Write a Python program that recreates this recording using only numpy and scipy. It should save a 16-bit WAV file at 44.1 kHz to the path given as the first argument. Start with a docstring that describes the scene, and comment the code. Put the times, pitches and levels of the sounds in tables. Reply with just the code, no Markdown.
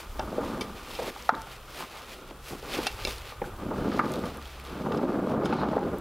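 """Pushing a heavy timber carriage

A heavy timber carriage is pushed by hand along its rails outdoors.
Tiny bumps make its wheels rumble; blows ring the wooden frame and iron fittings like struck bars.
Boots scuff dry grass and stalks snap as bursts of noise, while a fitting squeaks once.
Wind noise, far engine tones, outdoor air and recorder hiss lie beneath, with a limiter on the whole."""
import sys
import numpy as np
from scipy import signal
from scipy.fft import rfft, irfft
from scipy.io import wavfile

SR = 44100
rng = np.random.default_rng(int(sys.argv[2]) if len(sys.argv) > 2 else 0)


def makeup_ratio(level_db):
    """Linear amplitude ratio for a level in decibels (20 dB per factor of ten)."""
    decades = np.asarray(level_db, float) / 20
    return 10 ** decades


def int16_out(signal):
    """Quantize to a 16-bit WAV file."""
    q = np.round(np.clip(np.atleast_2d(signal).T, -1, 1) * 32767)
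    wavfile.write(sys.argv[1], SR, q.astype(np.int16))


N = 264820   # length in samples, about 6 s

# Three pushes set the wheels rolling: time_s, rumble_db
ROLLING_LEVEL = [(0.0, -53), (0.11, -58), (0.24, -39), (0.45, -35), (0.61, -37), (0.72, -46.5),
                 (0.9, -50.5), (1.13, -70), (1.7, -68), (3.4, -73), (3.53, -50), (3.62, -44), (3.67, -32.5),
                 (3.89, -29.5), (4.08, -28.5), (4.22, -34.5), (4.35, -42), (4.52, -67), (4.61, -52),
                 (4.78, -38.5), (4.85, -31.5), (5.01, -26.5), (5.24, -28.5), (5.4, -24), (5.6, -28),
                 (5.9, -30), (6.0, -36)]
# Jolts and leanings that shake the frame:
# peak_s, rumble_db, rattle_db, rise (s per 20 dB), fall (s per 20 dB)
FRAME_JOLTS = [(0.39, -33.5, -37, 0.06, 0.38), (1.08, -40, -42, 0.18, 0.07), (1.2, -47.5, -50, -0.1, 0.1),
               (1.33, -29, -29, -0.0049, 0.0648), (1.46, -51.5, -47, -0.2, 0.14),
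               (1.81, -43.5, -39, 0.08, 0.07), (2.01, -64, -47, 0.25, 0.09), (2.33, -48, -63, 0.76, 0.15),
               (2.51, -38, -46, -0.16, 0.1), (2.63, -44, -44.5, -0.48, 0.5), (2.77, -34, -39, 0.05, 0.15),
               (2.96, -58, -44, -0.8, 0.45), (3.07, -46, -37, 0, 0.05), (3.3, -55, -43, -0.05, -0.68),
               (3.45, -35.5, -61.5, .03, 0.06), (4.02, -28, -28.5, 0.0448, 0.07),
               (5.32, -29.5, -36, 0.05, -0.1), (5.54, -28, -37, 0.22, -0.03), (5.66, -36, -34, 0.54, -0.27),
               (5.77, -15, -32, -0.12, -0.16)]
# Ringing modes of the timber frame, also used by knocks(): pitch_hz, relative level_db, t60_s
TIMBER_MODES = [(144, -7.5, 0.062), (197.2, -4, 0.078), (217, -2.5, 0.048), (246, -2, 0.048),
                (292, -4.5, 0.075), (350, -5, 0.078), (404.6, -4, 0.048), (486.5, -4.5, 0.046),
                (540, -4, 0.026), (618, -5.5, 0.032), (793, 6.5, 0.02), (882, -1.5, 0.047),
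                (1040, 6.5, 0.015), (1201, 4.5, 0.036), (1303, -8.5, 0.044), (1420, 4, 0.018),
                (1608, -1, 0.012), (2020, -15, .03), (2220, -9, .03), (2810, -44.5, .03), (3230, -33, .03),
                (3700, -28, .03)]
RATTLE_DB, CRUISE_DB = -41.5, -30.5   # upper-mode level when the rumble is at CRUISE_DB
RATTLE_FOLLOWS = 0.48   # dB of rattle per dB of rumble


def rolling():
    """Rail roughness bumps the wheels densely; each bump shakes every mode with its own strength."""
    rumble_db, = in_time(ROLLING_LEVEL)
    rattle_db = RATTLE_DB + RATTLE_FOLLOWS * (rumble_db - CRUISE_DB)
    jolt_low, jolt_high = swells(FRAME_JOLTS, calm_db=[-90, -90])
    bumps = grains(1000 * makeup_ratio(3.0 * drift(30)), spread_db=2.5)
    low, high = np.zeros(N), np.zeros(N)
    for pitch_hz, level_db, t60_s in TIMBER_MODES:
        mode = makeup_ratio(level_db) * ring(bumps * rng.standard_normal(N), pitch_hz, t60_s)
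        if pitch_hz < 700:
            low += mode
        else:
            high += mode
    rumble = rms_one(softened(low, hz=900))
    rattle = rms_one(softened(high, hz=1910))
    # hypot adds the powers of the steady rolling and the jolts
    rumble_gain = np.hypot(makeup_ratio(rumble_db), jolt_low)
    rattle_gain = np.hypot(makeup_ratio(rattle_db), jolt_high)
    return rumble_gain * rumble + rattle_gain * rattle


# Blows on the frame: start_s, peak_db (before its crack is added), centre_hz of the modes struck,
# contact_s, focus (dB lost per octave from the centre; below 0 counts as 0)
FRAME_BLOWS = [(0.193, -19, 760, 0.0066, 17), (0.328, -21, 375, 0.0012, 20), (0.381, -18, 500, 0.016, 25.5),
               (0.432, -23, 590, 0.003, 24), (0.459, -37, 444, 0.0054, 13), (0.553, -43, 450, 0.0038, -5),
               (0.609, -24, 530, 0.003, 7.5), (0.989, -20, 540, 0.0047, 59.5),
               (1.02, -25.5, 514, 0.003, 26), (1.079, -25.5, 480, 0.0042, 25), (1.16, -32, 770, 0.003, 25),
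               (1.2915, -3.5, 980, 0.0066, 27), (1.344, -21, 1200.0, 0.003, 9),
               (1.824, -27, 1040.0, 0.0027, 52), (2.31, -34, 610, 0.004, 15), (2.526, -31, 445, 0.0064, 10),
               (2.628, -30, 495, 0.0052, 26), (2.743, -27, 790, 0.0038, 15),
               (2.786, -18.5, 480, 0.0024, 13), (2.867, -17.5, 1700, 0.0055, 8),
               (3.051, -25, 439, 0.0029, 24), (3.072, -21, 494, 0.003, 9), (3.321, -31, 850.0, 0.0028, 6),
               (3.417, -18, 500, 0.0053, 6.5), (3.441, -29, 900.0, 0.0041, 4),
               (3.71, -24.5, 680, 0.012, 20), (3.915, -23, 1200, 0.013, -0.5),
               (3.992, -10, 1220, 0.0094, 29), (4.237, -21, 473, 0.003, -7),
               (4.861, -23, 830, 0.0071, 47.5), (4.918, -21.5, 1034, 0.011, 18),
               (4.99, -21, 900.0, 0.0054, 30), (5.031, -21.5, 600, 0.0075, 19),
               (5.175, -28, 775, 0.0072, 24), (5.409, -30, 1080, 0.0055, 23),
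               (5.457, -18.5, 810, 0.0067, 1), (5.525, -13.5, 805, 0.012, 6), (5.632, -15, 800, 0.013, 11),
               (5.731, -18.5, 746, 0.0045, 35), (5.779, -18, 740, 0.0041, 50),
               (5.885, -27, 597, 0.0079, 19)]


def knocks():
    """Blows make the timber modes ring."""
    return blows(FRAME_BLOWS, TIMBER_MODES, luck_db=3.0, hardness=1.8,
                 shudder_db=-10, shudder_s=0.018, crack_db=-9.5, crack_reach=2.87)


# Loose iron fittings clanking: start_s, peak_db (before its crack is added), centre_hz of the modes
# struck, contact_s, focus (dB lost per octave from the centre; below 0 counts as 0)
IRON_BLOWS = [(0.1945, -28, 3280, 0.0019, 17), (0.609, -24, 2430, 0.008, 8),
              (0.9506, -33, 2270, 0.0045, 10), (1.2915, -27, 2580, 0.0017, 12.5),
              (2.7312, -31, 2640, 0.0092, 8), (2.8672, -18, 2380, 0.006, 7.5),
              (3.05, -17.5, 2704, 0.0022, 15), (3.0724, -24.5, 3700, 0.0018, 22),
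              (4.2542, -40.5, 2980, 0.006, -4), (4.9204, -35.5, 3130, 0.0027, 17),
              (4.972, -38.5, 3600, 0.0063, 26), (5.4487, -37, 4570, 0.0054, 10),
              (5.456, -25.5, 3480, 0.006, 11), (5.5373, -35.5, 3150, 0.003, 8),
              (5.5657, -39, 3950, 0.0028, 25)]
# Ringing modes of the iron fittings: pitch_hz, relative level_db, t60_s
IRON_MODES = [(2320, -7, 0.033), (2717, -1, 0.03), (3150, -2.5, 0.024), (3580, 2.5, 0.016),
              (4000, 0, 0.013), (4660, -2.5, 0.014), (5020, 2.5, 0.031), (5570, -44, 0.014),
              (6530, -30, .015), (7940, -1, 0.006), (9670, 2, 0.022), (10940, 2, .01), (14100, -11, .01)]


def clanks():
    """Harder, brighter blows make the iron modes ring."""
    return blows(IRON_BLOWS, IRON_MODES, luck_db=5.5, hardness=5.2,
                 shudder_db=-27, shudder_s=0.048, crack_db=-5.5, crack_reach=2.06)


def blows(events, modes, luck_db, hardness, shudder_db, shudder_s, crack_db, crack_reach):
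    """A first impact, rough contact and shudder feed the modes, most near the centre; a dry crack leads."""
    out, t = np.zeros(N + SR), np.arange(SR // 6) / SR
    for start_s, peak_db, centre_hz, contact_s, focus in events:
        focus = max(focus, 0)
        pressure = np.exp(-t / max(contact_s, 2e-4)) + makeup_ratio(shudder_db) * np.exp(-t / shudder_s)
        rough = rng.standard_normal(len(t)) * np.minimum(t / 0.00039, 1) * pressure
        impact = 0.8 * np.exp(-t / 0.00018)
        force = softened(rough + impact, hz=hardness * centre_hz)
        blow = np.zeros(len(t))
        for pitch_hz, level_db, t60_s in modes:
            loss_db = focus * np.abs(np.log2(pitch_hz / centre_hz))
            mode_db = level_db + rng.normal(0, luck_db) - loss_db
            blow += makeup_ratio(mode_db) * ring(force, pitch_hz, t60_s)
        # differencing twice brightens the crack; its top is then softened twice
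        crack = np.diff(rough, 2, prepend=[0, 0])
        for _ in range(2):
            crack = softened(crack, hz=crack_reach * centre_hz)
        crack_gain = makeup_ratio(crack_db - 0.52 * focus)
        blow = blow / np.abs(blow).max() + crack_gain * crack / np.abs(crack).max()
        out[round(start_s * SR):][:len(t)] += makeup_ratio(peak_db) * blow
    return out[:N]


def yard(x):
    """Ground, sheds and trees scatter back a dull, quickly dying tail."""
    t = np.arange(SR // 3) / SR
    tail = rng.standard_normal(len(t)) * makeup_ratio(-60 * t / 0.37) * np.clip(t / 0.002, 0, 1)
    tail = signal.lfilter([0.3], [1, -0.7], tail)
    tail = tail / np.sqrt(np.sum(tail ** 2))
    return x + makeup_ratio(-18) * signal.fftconvolve(x, tail)[:N]


# Boots, gloves and timbers scuffing:
# peak_s, crunch_db, sizzle_db, rise (s per 20 dB), fall (s per 20 dB)
SCUFF_SWELLS = [(0.0, -47, -52.5, .1, 0.08), (0.33, -57.5, -61.5, 1, 2), (0.49, -49.5, -59, 0.34, 0.4),
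                (0.2, -62, -71, 1, .1), (0.63, -53, -62.5, 0, 0.05), (0.77, -48.5, -61, 0.04, 0.1),
                (0.9, -47.5, -54, 0.1, 0.36), (1.0, -48.5, -56, 0.27, 0.35), (1.1, -42, -50, .35, 0),
                (1.28, -49.5, -56.5, 0.35, 0.33), (1.53, -49, -57, 0.2, 0.1),
                (1.81, -42.5, -48.5, 0.18, 0.09), (1.98, -48, -57.5, 0.4, 0.15),
                (2.12, -48, -55, 0.16, 0.18), (2.31, -50, -66, 0.05, -0.1), (2.49, -45, -47.5, 0.08, 0.11),
                (2.68, -58, -57.5, 0.26, -0.1), (2.75, -36.5, -46, 0.11, 0.17), (2.82, -48, -51, 0.09, 0.3),
                (2.87, -42, -53, 0.4, 0.07), (3.01, -45.5, -65, 0.06, 0.1), (3.11, -41, -46.5, 0.2, 0.12),
                (3.3, -45, -55, .2, .08), (3.46, -56, -58, 0.1, 0.1), (3.93, -47.5, -62.5, .35, .5),
                (4.05, -49, -57, 0.5, 0.44), (4.26, -52, -60, 0.26, 0.33), (4.51, -51.5, -63, 0.5, 0.33),
                (4.66, -52.5, -62, 0.06, 0.6), (5.12, -54, -73, 1, 0.1), (5.34, -54.5, -65, 0.7, 0.1),
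                (5.48, -49, -68, .1, 0.4), (5.57, -47, -77, 0.23, 0.22), (5.68, -51.5, -73, -0.7, 0.5),
                (5.99, -64, -59, -0.1, -1)]
# Tone of the lower crunch: pitch_hz, relative level (dB per Hz)
CRUNCH_TONE = [(150, -17), (400, 6.5), (1200, -1), (2500, 3.5), (4500, -2), (7000, -17.5), (12000, -74)]
# Tone of the brighter sizzle: pitch_hz, relative level (dB per Hz)
SIZZLE_TONE = [(2000, -31), (5000, 4), (8000, 2.5), (12500, 2), (15500, -2)]
RUSTLE_CRUNCH_DB, RUSTLE_SIZZLE_DB = -70, -68   # the grass never lies quite still


def scuffing():
    """Dry stalks break in dense grains over a smoother rub."""
    crunch_gain, sizzle_gain = swells(SCUFF_SWELLS, calm_db=[RUSTLE_CRUNCH_DB, RUSTLE_SIZZLE_DB])
    stalks = rms_one(grains(3000 * makeup_ratio(4.3 * drift(25)), spread_db=4.5))
    crunch = coloured(stalks + 1.2 * rng.standard_normal(N), CRUNCH_TONE, (1900, 5500))
    sizzle = coloured(stalks + 1.2 * rng.standard_normal(N), SIZZLE_TONE, (6500, 15000))
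    return crunch_gain * crunch + sizzle_gain * sizzle


# Dry stalks snapping: start_s, peak_db, centre_hz
STALK_SNAPS = [(1.2244, -34, 5600), (1.3508, -28, 3780), (1.418, -32, 5350), (3.109, -27, 3800),
               (3.182, -32, 4190), (4.119, -29, 7800), (4.138, -29.5, 3650), (4.158, -32.5, 3550),
               (4.1924, -36, 4000), (4.3717, -36, 10000), (4.4248, -35.5, 3400), (4.456, -34, 3330),
               (4.4757, -37, 4000), (4.5057, -44, 5500), (4.5296, -40, 3640), (4.5987, -32, 2990),
               (4.6394, -41.5, 11000), (4.65, -36, 3960), (4.6727, -35, 3480), (5.688, -42, 4000),
               (5.792, -41, 6300), (5.9846, -37, 11800)]
CRACKLE_PER_S, CRACKLE_DB = 15, -52.5   # extra snaps at random moments; peak of the faintest


def snaps():
    """A burst of about a millisecond: a broad ring at its centre on a bright crack."""
    out, t = np.zeros(N + SR), np.arange(SR // 40) / SR
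    luck = rng.random((int(CRACKLE_PER_S * N / SR), 3))
    faint = [(when * N / SR, CRACKLE_DB + 9 * size, 3300 + 7000 * pitch ** 2)
             for when, size, pitch in luck]
    for start_s, peak_db, centre_hz in list(STALK_SNAPS) + faint:
        burst = rng.standard_normal(len(t)) * np.exp(-t / 0.0012)
        crack = softened(np.diff(burst, prepend=0), hz=13700)
        snap = ring(burst, centre_hz, 7.8 / centre_hz) + 0.4 * crack
        out[round(start_s * SR):][:len(t)] += makeup_ratio(peak_db) * snap / np.abs(snap).max()
    return out[:N]


def squeak():
    """An iron fitting rubs briefly: noise excites one of its modes."""
    start_s, length_s, pitch_hz, level_db, t60_s = 5.575, 0.065, 4050, -49, 0.015
    t = np.arange(N) / SR - start_s
    shape = np.sin(np.pi * np.clip(t / length_s, 0, 1)) ** 0.5
    return makeup_ratio(level_db) * shape * rms_one(ring(rng.standard_normal(N), pitch_hz, t60_s))


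# Gusts on the microphone: peak_s, thud_db, flutter_db, rise (s per 20 dB), fall (s per 20 dB)
WIND_GUSTS = [(0.17, -38, -60, 0.2, 0.2), (0.5, -49, -50.5, 1, 0), (0.68, -43.5, -57, 0.5, 1),
              (1.24, -56, -71, -2, 0.9), (2.02, -54, -72, 0, 1), (2.91, -45, -60, 1.1, 0.8),
              (3.1, -39, -44.5, 0.35, .3), (3.45, -44, -64, .12, 1.8), (3.81, -45.5, -43, 0.7, 0.4),
              (4.48, -42, -64, 0.03, -1.5), (4.64, -52, -59, 0.7, .18), (5.2, -46, -53, 0.5, -0.5),
              (5.95, -49, -45.5, 1, .3)]
BREEZE_THUD_DB, BREEZE_FLUTTER_DB = -56.5, -64   # wind between gusts


def wind():
    """Lumpy deep-bass noise: a low thud, and a flutter strongest near 105 Hz, each with its own gusts."""
    thud_gain, flutter_gain = swells(WIND_GUSTS, calm_db=[BREEZE_THUD_DB, BREEZE_FLUTTER_DB])
    # tone points: (Hz, dB per Hz)
    thud = coloured(rng.standard_normal(N), [(12, -20), (28, 5.5), (45, 4), (65, 4.5), (120, -40)])
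    flutter = coloured(rng.standard_normal(N),
                       [(30, -10), (58, -1.0), (105, 14.0), (150, -16), (250, -62.0)])
    return makeup_ratio(2.0 * drift(16.0)) * (thud_gain * thud + flutter_gain * flutter)


# A far engine: time_s, pitch_hz, level_db
ENGINE_HUM = [(3.8, 88.8, -40), (4.08, 77.6, -54), (4.26, 73, -48.5), (4.48, 69.9, -45.5), (4.6, 65.5, -48),
              (4.88, 72.8, -47), (5.06, 72.6, -61), (5.26, 56.2, -61), (5.64, 63.7, -44), (5.82, 70, -50),
              (6.0, 69.2, -39)]
# A fainter, steadier far motor: time_s, pitch_hz, level_db
MOTOR_DRONE = [(1.3, 126, -60), (1.5, 127, -55.5), (1.85, 128.5, -66.5), (2.1, 134.7, -64),
               (2.7, 135.6, -56.5), (3.4, 135.5, -64), (4.3, 139.4, -59.5), (5.0, 141.5, -58)]


def far_engines():
    """Two distant machines, each heard as one wavering low tone."""
    return far_tone(ENGINE_HUM) + far_tone(MOTOR_DRONE)


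def far_tone(rows):
    """A sine follows the listed pitch and level, fading in and out over a fifth of a second."""
    hz, level_db = in_time(rows)
    t = np.arange(N) / SR
    fade = np.clip(np.minimum(t - rows[0][0], rows[-1][0] - t) / 0.2, 0, 1)
    return np.sqrt(2) * makeup_ratio(level_db) * fade * np.sin(2 * np.pi * np.cumsum(hz) / SR)


# Tone of the outdoor air: pitch_hz, relative level (dB per Hz)
AIR_TONE = [(65, -4), (110, -1), (262, -3), (472, 4.5), (748, -2.5), (1370, 3.5), (1750, -8.5),
            (3450, -7.5), (9000, -50), (11700, -55), (19800, -120)]
AIR_DB = -51.5


def outdoor_air():
    """Soft shaped noise whose level wanders gently."""
    return makeup_ratio(AIR_DB + 1.7 * drift(13.4)) * coloured(rng.standard_normal(N), AIR_TONE)


def rms_one(x):
    """Scale to an average (rms) level of 1."""
    return x / np.sqrt(np.mean(x ** 2) + 1e-20)


def in_time(rows):
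    """Join the table's points by straight lines, one curve per column after the time."""
    time_s, *columns = np.transpose(rows)
    return [np.interp(np.arange(N) / SR, time_s, column) for column in columns]


def drift(rate_hz):
    """Slow chance with spread 1: noise smoothed above rate_hz, made at a fortieth of SR."""
    r = np.exp(-80 * np.pi * rate_hz / SR)
    noise = rng.standard_normal(N // 40 + 2002)
    slow = signal.lfilter([1], [1, -2 * r, r * r], noise)[2000:]   # skip the filter's start-up
    return np.interp(np.arange(N) / 40, np.arange(len(slow)), rms_one(slow - slow.mean()))


def coloured(x, points, band=(20, 16000)):
    """Shape by a spectrum; rms 1 within the named band (Hz)."""
    hz, table = np.maximum(np.fft.rfftfreq(N, 1 / SR), 1), np.array(points)
    shape_db = np.interp(np.log(hz), np.log(table[:, 0]), table[:, 1])
    spectrum = rfft(x) * makeup_ratio(shape_db)
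    inside = np.abs(spectrum[(hz > band[0]) & (hz < band[1])])
    return irfft(spectrum, N) * N / np.sqrt(2 * np.sum(inside ** 2))


def ring(force, hz, t60_s):
    """A mode that dies by 60 dB in t60_s, with no response at the far ends of the spectrum."""
    r, w = makeup_ratio(-60 / (t60_s * SR)), 2 * np.pi * hz / SR
    return signal.lfilter([0.5, 0, -0.5], [1, -2 * r * np.cos(w), r * r], force + 1e-18)


def grains(per_s, spread_db):
    """Random clicks of very uneven size and either sign."""
    size = makeup_ratio(spread_db * np.minimum(rng.exponential(1, N), 4)) * rng.choice([-1, 1], N)
    return size * (rng.random(N) < per_s / SR)


def softened(x, hz):
    """A yielding contact passes ever less force above its cut."""
    return signal.sosfilt(signal.butter(3, min(hz, 0.4 * SR), fs=SR, output="sos"), x)


def swells(events, calm_db):
    """Two gains: swells climb and sink at their own pace in dB; their powers add over a calm level."""
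    t = np.arange(0, N, 64) / SR
    power = makeup_ratio(np.array(calm_db))[:, None] ** 2 * np.ones((2, len(t)))
    for peak_s, first_db, second_db, rise, fall in events:
        # a rise or fall under 0.01 counts as 0.01
        rising, falling = (peak_s - t) / max(rise, 0.01), (t - peak_s) / max(fall, 0.01)
        below_db = np.minimum(20 * np.where(t < peak_s, rising, falling), 90)
        power = power + makeup_ratio(2 * (np.array([[first_db], [second_db]]) - below_db))
    return [np.interp(np.arange(N) / SR, t, np.sqrt(p)) for p in power]


def scene():
    """Add all the sources, the same in both channels; only knocks and clanks get the yard's tail."""
    carriage = rolling() + yard(knocks() + clanks()) + squeak()
    grass = scuffing() + snaps()
    background = wind() + far_engines() + outdoor_air()
    mono = carriage + grass + background
    return np.stack([mono, mono])


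THRESHOLD_DB, HELD_BACK = -28, 0.73   # share of the dB above the threshold that is taken away
RELEASE_DB_PER_S, SMOOTHING_S = 172, 0.007   # fall of the held level; easing of the gain


def limiter(x, dry):
    """The dry sound's loud moments pull the gain down; it then recovers steadily."""
    slope = RELEASE_DB_PER_S * np.arange(N) / SR
    power = signal.lfilter(np.ones(440) / 440, 1, dry[0] ** 2)   # average over 10 ms
    level_db = 10 * np.log10(power + 1e-12)
    held_db = np.maximum.accumulate(level_db + slope) - slope
    cut_db = HELD_BACK * np.maximum(held_db - THRESHOLD_DB, 0)
    smooth = np.exp(-1 / (SMOOTHING_S * SR))
    return x * makeup_ratio(-signal.lfilter([1 - smooth], [1, -smooth], cut_db))


def roll_off(x):
    """The treble ends steeply here."""
    return signal.sosfilt(signal.butter(12, 16600, fs=SR, output="sos"), x)


HISS_DB = -59.5   # each channel's own amplifier noise, before the limiter


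def record(dry):
    """One microphone on two channels, each with its own hiss, then a limiter and a steep treble cut."""
    x = dry + makeup_ratio(HISS_DB) * rng.standard_normal(dry.shape)
    x = limiter(x, dry)
    # down by 60 dB from 16300 Hz upwards
    x = signal.sosfilt(signal.cheby2(16, 60, 16300, fs=SR, output="sos"), x)
    return roll_off(x)


dry = scene()
out = record(dry)
int16_out(out)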